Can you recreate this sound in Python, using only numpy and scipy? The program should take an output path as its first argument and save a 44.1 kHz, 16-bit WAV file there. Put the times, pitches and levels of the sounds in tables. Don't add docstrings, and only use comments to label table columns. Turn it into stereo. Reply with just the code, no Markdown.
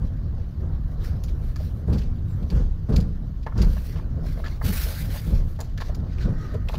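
import sys
import numpy as np
from scipy import signal
from scipy.fft import rfft, irfft, next_fast_len
from scipy.io import wavfile
from scipy.ndimage import uniform_filter1d, map_coordinates

SR = 44100
rng = np.random.default_rng(int(sys.argv[2]) if len(sys.argv) > 2 else 0)


def ratio(d):
    e = np.asarray(d, float) / 20
    return 10 ** e


def materialize(psi):
    bounded = np.clip(np.atleast_2d(psi).T, -1, 1)
    quanta = np.round(bounded * 32767).astype(np.int16)
    wavfile.write(sys.argv[1], SR, quanta)


N = 298998


def unit(x):
    return x / np.sqrt(np.mean(x ** 2) + 1e-20)


def along(points, hz):
    f, v = np.transpose(points)
    return np.interp(np.log(hz + 1), np.log(f + 1), v)


def curves(rows):
    s, *cols = np.transpose(rows)
    return [np.interp(np.arange(N) / SR, s, c) for c in cols]


def wobble(knots_per_s):
    knots = rng.standard_normal(int(N * knots_per_s / SR) + 4)
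    return map_coordinates(knots, [np.arange(N) * knots_per_s / SR])


def filtered(x, response):
    m = next_fast_len(x.shape[-1] + 8192)
    spectrum = rfft(x, m) * response(np.fft.rfftfreq(m, 1 / SR))
    return irfft(spectrum, m)[..., :x.shape[-1]]


def resonances(modes):
    def response(f):
        return sum((-1) ** k * ratio(db) * 1j * f * w / (c * c - f * f + 1j * f * w)
                   for k, (c, w, db) in enumerate(modes))
    return response


def shape(spectrum):
    return lambda hz: ratio(along(spectrum, hz))


# (frequency [Hz], likeness [0..1])
LIKENESS = [(30, .998), (60, 0.99), (130, 0.99), (290, 0.82), (640, 0.84), (1400, 0.1), (4000, .35),
            (12000, .2)]


def ports(pair, balance, lead_s):
    def share(hz):
        turn = np.arccos(np.clip(along(LIKENESS, hz), -1, 1)) / 2
        return np.array([np.cos(turn), np.sin(turn)])

    def tilt(hz):
        lag = np.pi * hz * lead_s * hz ** 2 / (hz ** 2 + 500 ** 2)
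        gain = ratio(np.outer([0.5, -0.5], along(balance, hz)))
        return gain * np.exp(1j * np.outer([1, -1], lag))

    mid, side = filtered(pair, share)
    return filtered(np.array([mid + side, mid - side]), tilt)


def rush(colour, balance, lead_s, patchy_db):
    z = signal.stft(rng.standard_normal((2, N)), nperseg=512)[2]
    field = uniform_filter1d(rng.standard_normal(z.shape[1:]), size=6, axis=0)
    field = uniform_filter1d(field, size=8, axis=1)
    pair = signal.istft(z * ratio(patchy_db * unit(field)), nperseg=512)[1][:, :N]
    out = ports(filtered(pair, colour), balance, lead_s)
    return out / np.sqrt(np.mean(out.mean(0) ** 2))


def place(events, lead_s):
    out = np.zeros((2, N + SR))
    for s, pair, db, pan_db in events:
        both = ports(pair, [(100, pan_db)], lead_s)
        start = round(s * SR)
        out[:, start:start + both.shape[1]] += ratio(db) * both
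    return out[:, :N]


# (centre [Hz], width [Hz], relative level [dB])
CABIN_MODES = [(23, 11.7, 0), (37.1, 17.7, 0.5), (67.5, 18.4, 0)]
# (frequency [Hz], relative density [dB])
DRUM_SPECTRUM = [(50, -34), (85, 0), (124, -7.5), (154, -6), (183, -15.5), (252, -19), (300, -26),
                 (390, -38.5), (660, -120)]
ROAR_SPECTRUM = [(180, -54), (300, -9), (356, -1), (397, -7), (471, -5.5), (973, -13.5), (1100, -11.5),
                 (1830, -23.5), (2300, -38), (2990, -57), (5060, -120)]
AIR_SPECTRUM = [(1180, -36.5), (2000, -21), (2980, 0), (4390, -23.5), (5050, -14), (5600, -63.5),
                (6710, -15.5), (7510, -30), (12200, -12.5), (15800, -16.5)]
# (frequency [Hz], left over right [dB])
WINDOW_BALANCE = [(60, -1), (180, 0.5), (550, -0.5), (1650, -6), (4970, 10), (15000, 2.5)]
# (time [s], mean level [dB])
SURFACE_LEVEL = [(0, -29), (1.0, -31), (1.5, -31), (2.2, -30.5), (2.75, -32), (3.1, -28.5), (3.85, -33.5),
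                 (4.2, -29.5), (4.9, -33), (5.2, -30.5), (5.55, -33.5), (6.0, -30.5), (6.5, -27),
                 (6.78, -32)]
# (time [s], mean level [dB])
ROADSIDE_LEVEL = [(0, -51), (1.0, -48.5), (2.2, -53), (3.85, -51.5), (4.2, -50), (5.2, -49.5), (5.55, -53),
                  (6.78, -44.5)]


def road():
    (drum_db,), (roar_db,) = curves(SURFACE_LEVEL), curves(ROADSIDE_LEVEL)
    boom_db, air_db = -26, -74
    modes = resonances(CABIN_MODES)
    boom = rush(lambda hz: modes(hz) / (1 + (hz / 92) ** 6), WINDOW_BALANCE, 0, patchy_db=1.0)
    shake = wobble(11)
    drum = rush(shape(DRUM_SPECTRUM), WINDOW_BALANCE, 0, patchy_db=1.5)
    roar = rush(shape(ROAR_SPECTRUM), WINDOW_BALANCE, 0.00051, patchy_db=2.14)
    air = rush(shape(AIR_SPECTRUM), WINDOW_BALANCE, 0.0006, patchy_db=1)
    drum = ratio(drum_db + 1.53 * shake) * drum
    roar = ratio(roar_db + 1.82 * shake) * roar
    return ratio(boom_db) * boom + drum + roar + ratio(air_db) * air


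# (frequency [Hz], relative density [dB])
SHUDDER_SPECTRUM = [(41, -19.5), (70, -2.5), (135, -7), (176, -5), (269, -19.5), (400, -25), (461, -21.5),
                    (669, -36), (1500, -41.5), (1950, -55), (3300, -120)]
# (time [s], length [s], heave level [dB], nominal heave pitch [Hz], shudder level [dB])
BUMP_EVENTS = [(.0, 0.07, -20.5, 34.5, -30), (1.87, 0.1266, -22.5, 60.5, -20),
               (2.044, 0.065, -22, 34, -40.5), (2.399, 0.055, -26.5, 39, -28.5),
               (2.488, 0.14, -17.5, 48.4, -23), (2.881, .11, -18.5, 44.9, -20),
               (3.029, 0.081, -32, 39.4, -31), (3.55, 0.14, -14.5, 52.9, -21.5),
               (4.011, 0.085, -25, 34, -39.5), (4.631, .1, -33.5, 49.2, -23.5),
               (5.25, 0.1767, -17.5, 39.8, -27.5), (6.238, 0.099, -29.5, 29.7, -23)]


def bumps():
    out, t = [], np.arange(SR // 2) / SR
    for s, length_s, heave_db, heave_hz, shudder_db in BUMP_EVENTS:
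        u = t / length_s
        swell = u ** 0.8 * np.exp(-(1.65 * u) ** 1.45)
        roll = u ** 1.62 * np.exp(-(1.34 * u) ** 1.76)
        noise = rng.standard_normal((3, len(t)))
        lumps = unit(uniform_filter1d(noise[2], size=600))
        pitch_hz = heave_hz * (1.4 - 0.662 * np.minimum(u, 1.4) + 0.24 * lumps)
        heave = roll * np.sin(2 * np.pi * (rng.random() + np.cumsum(pitch_hz) / SR))
        shudder = swell * ratio(2 * lumps) * filtered(noise[:2], shape(SHUDDER_SPECTRUM))
        pair = ratio(heave_db) * unit(heave) * [[1], [0]] + ratio(shudder_db) * unit(shudder)
        span = np.sqrt(t[-1] / length_s)
        out.append((s, pair / span, 0, -0.7))
    return place(out, 0)


# (frequency [Hz], relative density [dB])
SCRAPE_SPECTRUM = [(530, -18), (900, -2.5), (1070, -4.5), (1550, 4.5), (2700, -2), (3140, -0.5), (4080, 0),
                   (5730, -2.5), (8500, -19.5), (11000, -37.5), (18700, -120)]
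FIZZ_SPECTRUM = [(5000, -15), (8500, -13.5), (10600, -8), (14500, -7), (15200, -6.5), (15800, -11)]
# (frequency [Hz], left over right [dB])
SEAT_BALANCE = [(60, 0), (180, -1.5), (550, -17), (1650, -3), (4970, -5), (15000, -12)]
# (time of full strength [s], hold [s], scrape level [dB], fizz over scrape [dB])
RUB_AND_RATTLE_EVENTS = [(0.916, .005, -70.5, 1), (1.049, 0.0033, -46.5, -6), (1.289, .005, -59.5, -4.5),
                         (1.436, 0.068, -63, -0.5), (1.624, .03, -54.5, -2.5), (1.737, .06, -76, 7.5),
                         (1.97, 0.065, -56.5, -12.5), (2.31, 0.08, -68, 0), (2.518, .04, -57.5, -8),
                         (2.57, 0.025, -53.5, -21), (2.943, 0.028, -54, -29), (3.598, 0.0069, -45.5, -29.5),
                         (3.654, 0.088, -53, -3.5), (3.773, 0.034, -57, -1), (3.857, 0.014, -52, 0),
                         (3.938, 0.037, -58, -9.5), (4.27, 0.054, -52, -6.5), (4.381, 0.046, -59, -4),
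                         (4.51, .005, -51.5, -8), (4.653, 0.031, -38.5, 2), (4.728, 0.1, -38, 2),
                         (4.871, 0.15, -44.5, 1), (5.115, 0.065, -44, -0.5), (5.246, 0.078, -52.5, -1.5),
                         (5.352, 0.0038, -50.5, -10), (5.493, .005, -60.5, 0.5), (5.635, 0.004, -56, -11),
                         (5.837, 0.046, -54.5, -10.5), (6.124, 0.0045, -55, -20), (6.214, .005, -48.5, -16),
                         (6.393, 0.13, -56, -12.5), (6.714, 0.031, -53, -5.5)]


def rubs_and_rattles():
    rise_db_per_s, fade_db_per_s = 389, 179
    snatch = 0.53
    rest_scrape_db, rest_fizz_db = -66, -77
    s, hold_s, db, fizz_db = np.transpose(RUB_AND_RATTLE_EVENTS)[..., None]
    t = np.arange(0, N / SR, 1 / 1000)
    rise = rise_db_per_s * ratio(snatch * (db + 47.5)) * np.maximum(s - t, 0)
    fade = fade_db_per_s * np.maximum(t - s - hold_s, 0)
    level_db = db - rise - fade

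    def total(rest_db, event_db):
        power = ratio(rest_db) ** 2 + np.sum(ratio(event_db) ** 2, 0)
        return np.interp(np.arange(N) / SR, t, np.sqrt(power))

    flutter_db = 0.99 * wobble(30) + 1.15 * wobble(150)
    scrape = rush(shape(SCRAPE_SPECTRUM), SEAT_BALANCE, -0.000466, patchy_db=2.5)
    fizz = rush(shape(FIZZ_SPECTRUM), SEAT_BALANCE, -0.00024, patchy_db=1.1)
    scrape = total(rest_scrape_db, level_db) * scrape
    fizz = total(rest_fizz_db, level_db + fizz_db) * fizz
    return ratio(flutter_db) * (scrape + fizz)


def contact(modes, centre_hz, spread_db_per_octave, length_s, t60_s):
    t = np.arange(SR // 5) / SR
    late = np.maximum(t - length_s, 0)
    fall = ratio(-60 * late / t60_s) + ratio(-15.0 - 60 * late / 0.32)
    struck = [(hz, w, db - spread_db_per_octave * abs(np.log2(hz / centre_hz))) for hz, w, db in modes]
    ring = resonances(struck)
    grit = ratio(4 * np.repeat(rng.standard_normal(len(t) // 60), 60))
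    noise = unit(grit * rng.standard_normal((2, len(t))))
    gain = np.sqrt(np.mean(filtered(noise, ring) ** 2))
    touch = 9 * np.sign(noise) * (t == 0)
    return filtered(fall * noise + touch, ring) / gain, fall


# (centre [Hz], width [Hz], relative level [dB])
TRIM_MODES = [(2310, 690, 3.5), (3720, 990, -3), (4700, 500, 2.5), (5900, 1550, -7), (7220, 610, -4.5)]
# (frequency [Hz], relative density [dB])
EDGE_SPECTRUM = [(8000, -120), (9000, -4.5), (12000, -3), (15800, -5)]
# (time [s], nominal peak level [dB], centre [Hz], contact length [s], left over right [dB])
TICK_EVENTS = [(1.2364, -34.5, 5900, 0.0039, -6), (1.283, -43, 3300, 0.008, 1),
               (1.56, -39.5, 5200, 0.0023, -13), (1.928, -36, 4300, 0.013, -11),
               (1.9814, -39.5, 4700, 0.01, -10), (2.018, -38.5, 2750, 0.0024, -7),
               (2.43, -44.5, 3820, 0.0025, -8.5), (2.502, -38, 4300, 0.0076, -9.5),
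               (2.926, -42.5, 4250, 0.0074, -11.5), (2.962, -28, 4900, 0.0059, -10),
               (3.003, -37, 4900, 0.0071, -10), (3.43, -48, 4140, 0.0082, -5),
               (3.465, -40, 3150, 0.0058, -3), (3.5783, -36.5, 4660, 0.005, -11.5),
               (3.6183, -26.5, 4700, 0.0093, -6.5), (3.959, -44.5, 2960, 0.029, 3.5),
               (4.4437, -37, 3800, 0.041, 1.5), (5.562, -48, 4400, .004, -7),
               (5.5907, -46, 6000, 0.0048, 5.5), (5.6043, -32.5, 6760, 0.0061, -5),
               (5.7768, -32, 4080, 0.0046, -6), (5.8045, -32.5, 3760, 0.016, 1),
               (5.8096, -36.5, 4150, 0.0044, -12), (5.947, -39, 5900, 0.0068, -3),
               (6.184, -40, 2650, 0.0056, 2), (6.223, -42, 3260, 0.0065, 10),
               (6.545, -44.5, 3500, 0.006, -5), (6.6864, -27.5, 2920, 0.0031, -2.5),
               (6.739, -34.5, 3620, 0.017, 0)]


def ticks():
    edge_db, edge_db_per_octave = -12.5, 15.5
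    bursts = []
    for s, db, hz, length_s, pan_db in TICK_EVENTS:
        ring, fall = contact(TRIM_MODES, hz, 10.6, length_s, t60_s=0.043)
        edge = fall * unit(filtered(rng.standard_normal(ring.shape), shape(EDGE_SPECTRUM)))
        edge = ratio(edge_db + edge_db_per_octave * np.log2(hz / 4400)) * edge
        bursts.append((s, ring + edge, db - 9.0, pan_db))
    return place(bursts, -0.000297)


# (centre [Hz], width [Hz], relative level [dB])
DOOR_MODES = [(436, 65, 10), (635, 123, 6), (891, 83, 2.5), (1057, 79, 4), (1320, 240, -1.5),
              (1730, 140, 4.5), (2165, 90, -1.5)]
# (time [s], level [dB], centre [Hz], contact length [s])
KNOCK_EVENTS = [(1.56, -42, 1330, 0.0013), (1.596, -45, 594, .01), (1.883, -42, 560, 0.0083),
                (2.423, -55, 590, 0.0025), (2.458, -48, 600, .006), (2.888, -38.5, 506, 0.0051),
                (2.91, -41, 473, .012), (2.948, -46, 557, 0.009), (3.464, -29, 926, 0.0064),
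                (3.521, -44.5, 1110, 0.0058), (3.557, -44.5, 895, 0.03), (3.765, -41, 1100, 0.0051),
                (3.956, -48.5, 1050, 0.041), (4.222, -47, 590, 0.052), (4.372, -44, 740, 0.032),
                (4.439, -39, 1470, 0.039), (4.613, -34.5, 960, 0.0041), (4.858, -45, 580, 0.079),
                (5.141, -41.5, 714, 0.019), (5.589, -41, 820, 0.029), (5.776, -44.5, 1560, 0.0096),
                (5.803, -35, 1230, 0.018), (5.894, -36, 696, 0.0068), (6.541, -30.5, 390, 0.0078),
                (6.69, -38.5, 860, .006), (6.731, -36.5, 950, 0.0097)]


def knocks():
    bursts = []
    for s, db, hz, length_s in KNOCK_EVENTS:
        ring, _ = contact(DOOR_MODES, hz, 11, length_s, t60_s=0.039)
        bursts.append((s, ring, db, -2))
    return place(bursts, -0.00031)


# (time [s], length [s], level [dB], start pitch [Hz], end pitch [Hz])
SQUEAK_EVENTS = [(2.283, .07, -62, 7800, 7200), (4.515, .016, -40, 2050, 2250)]


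def squeaks():
    out = []
    for s, length_s, db, start_hz, end_hz in SQUEAK_EVENTS:
        u = np.clip(np.arange(SR // 10) / SR / length_s, 0, 1)
        unsteady = unit(uniform_filter1d(rng.standard_normal(len(u)), size=200))
        pitch_hz = (start_hz + (end_hz - start_hz) * u) * (1 + 0.01 * unsteady)
        swell = np.sqrt(np.sin(np.pi * u).clip(0))
        tone = swell * np.sin(2 * np.pi * np.cumsum(pitch_hz) / SR)
        out.append((s, tone * [[1], [0]], db, -4))
    return place(out, -0.0003)


# (centre [Hz], width [Hz], relative level [dB], applied twice)
PASSING_MODES = [(1240, 68, 3.5), (1528, 110, 0), (1890, 230, -1.5)]


def passing():
    loudest_s, level_db = 6.47, -49.5
    swell_s, fade_s = 0.16, 0.12
    late = np.arange(N) / SR - loudest_s
    near = 1 / (1 + (late / np.where(late < 0, swell_s, fade_s)) ** 2)
    modes = resonances(PASSING_MODES)
    return near * ratio(level_db) * rush(lambda hz: modes(hz) ** 2, WINDOW_BALANCE, 0.0006, patchy_db=1)


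def scene():
    return road() + bumps() + rubs_and_rattles() + ticks() + knocks() + squeaks() + passing()


def top_cut(x):
    return signal.sosfilt(signal.butter(12, 16490, fs=SR, output="sos"), x)


def record(dry):
    low_hz, top_hz, ceiling = 14, 15650, 0.6
    band = filtered(dry, lambda hz: (hz < top_hz) * hz ** 2 / (hz ** 2 + low_hz ** 2))
    soft = band / (1 + np.abs(band / ceiling) ** 3) ** (1 / 3)
    return top_cut(soft)


dry = scene()
out = record(dry)
materialize(out)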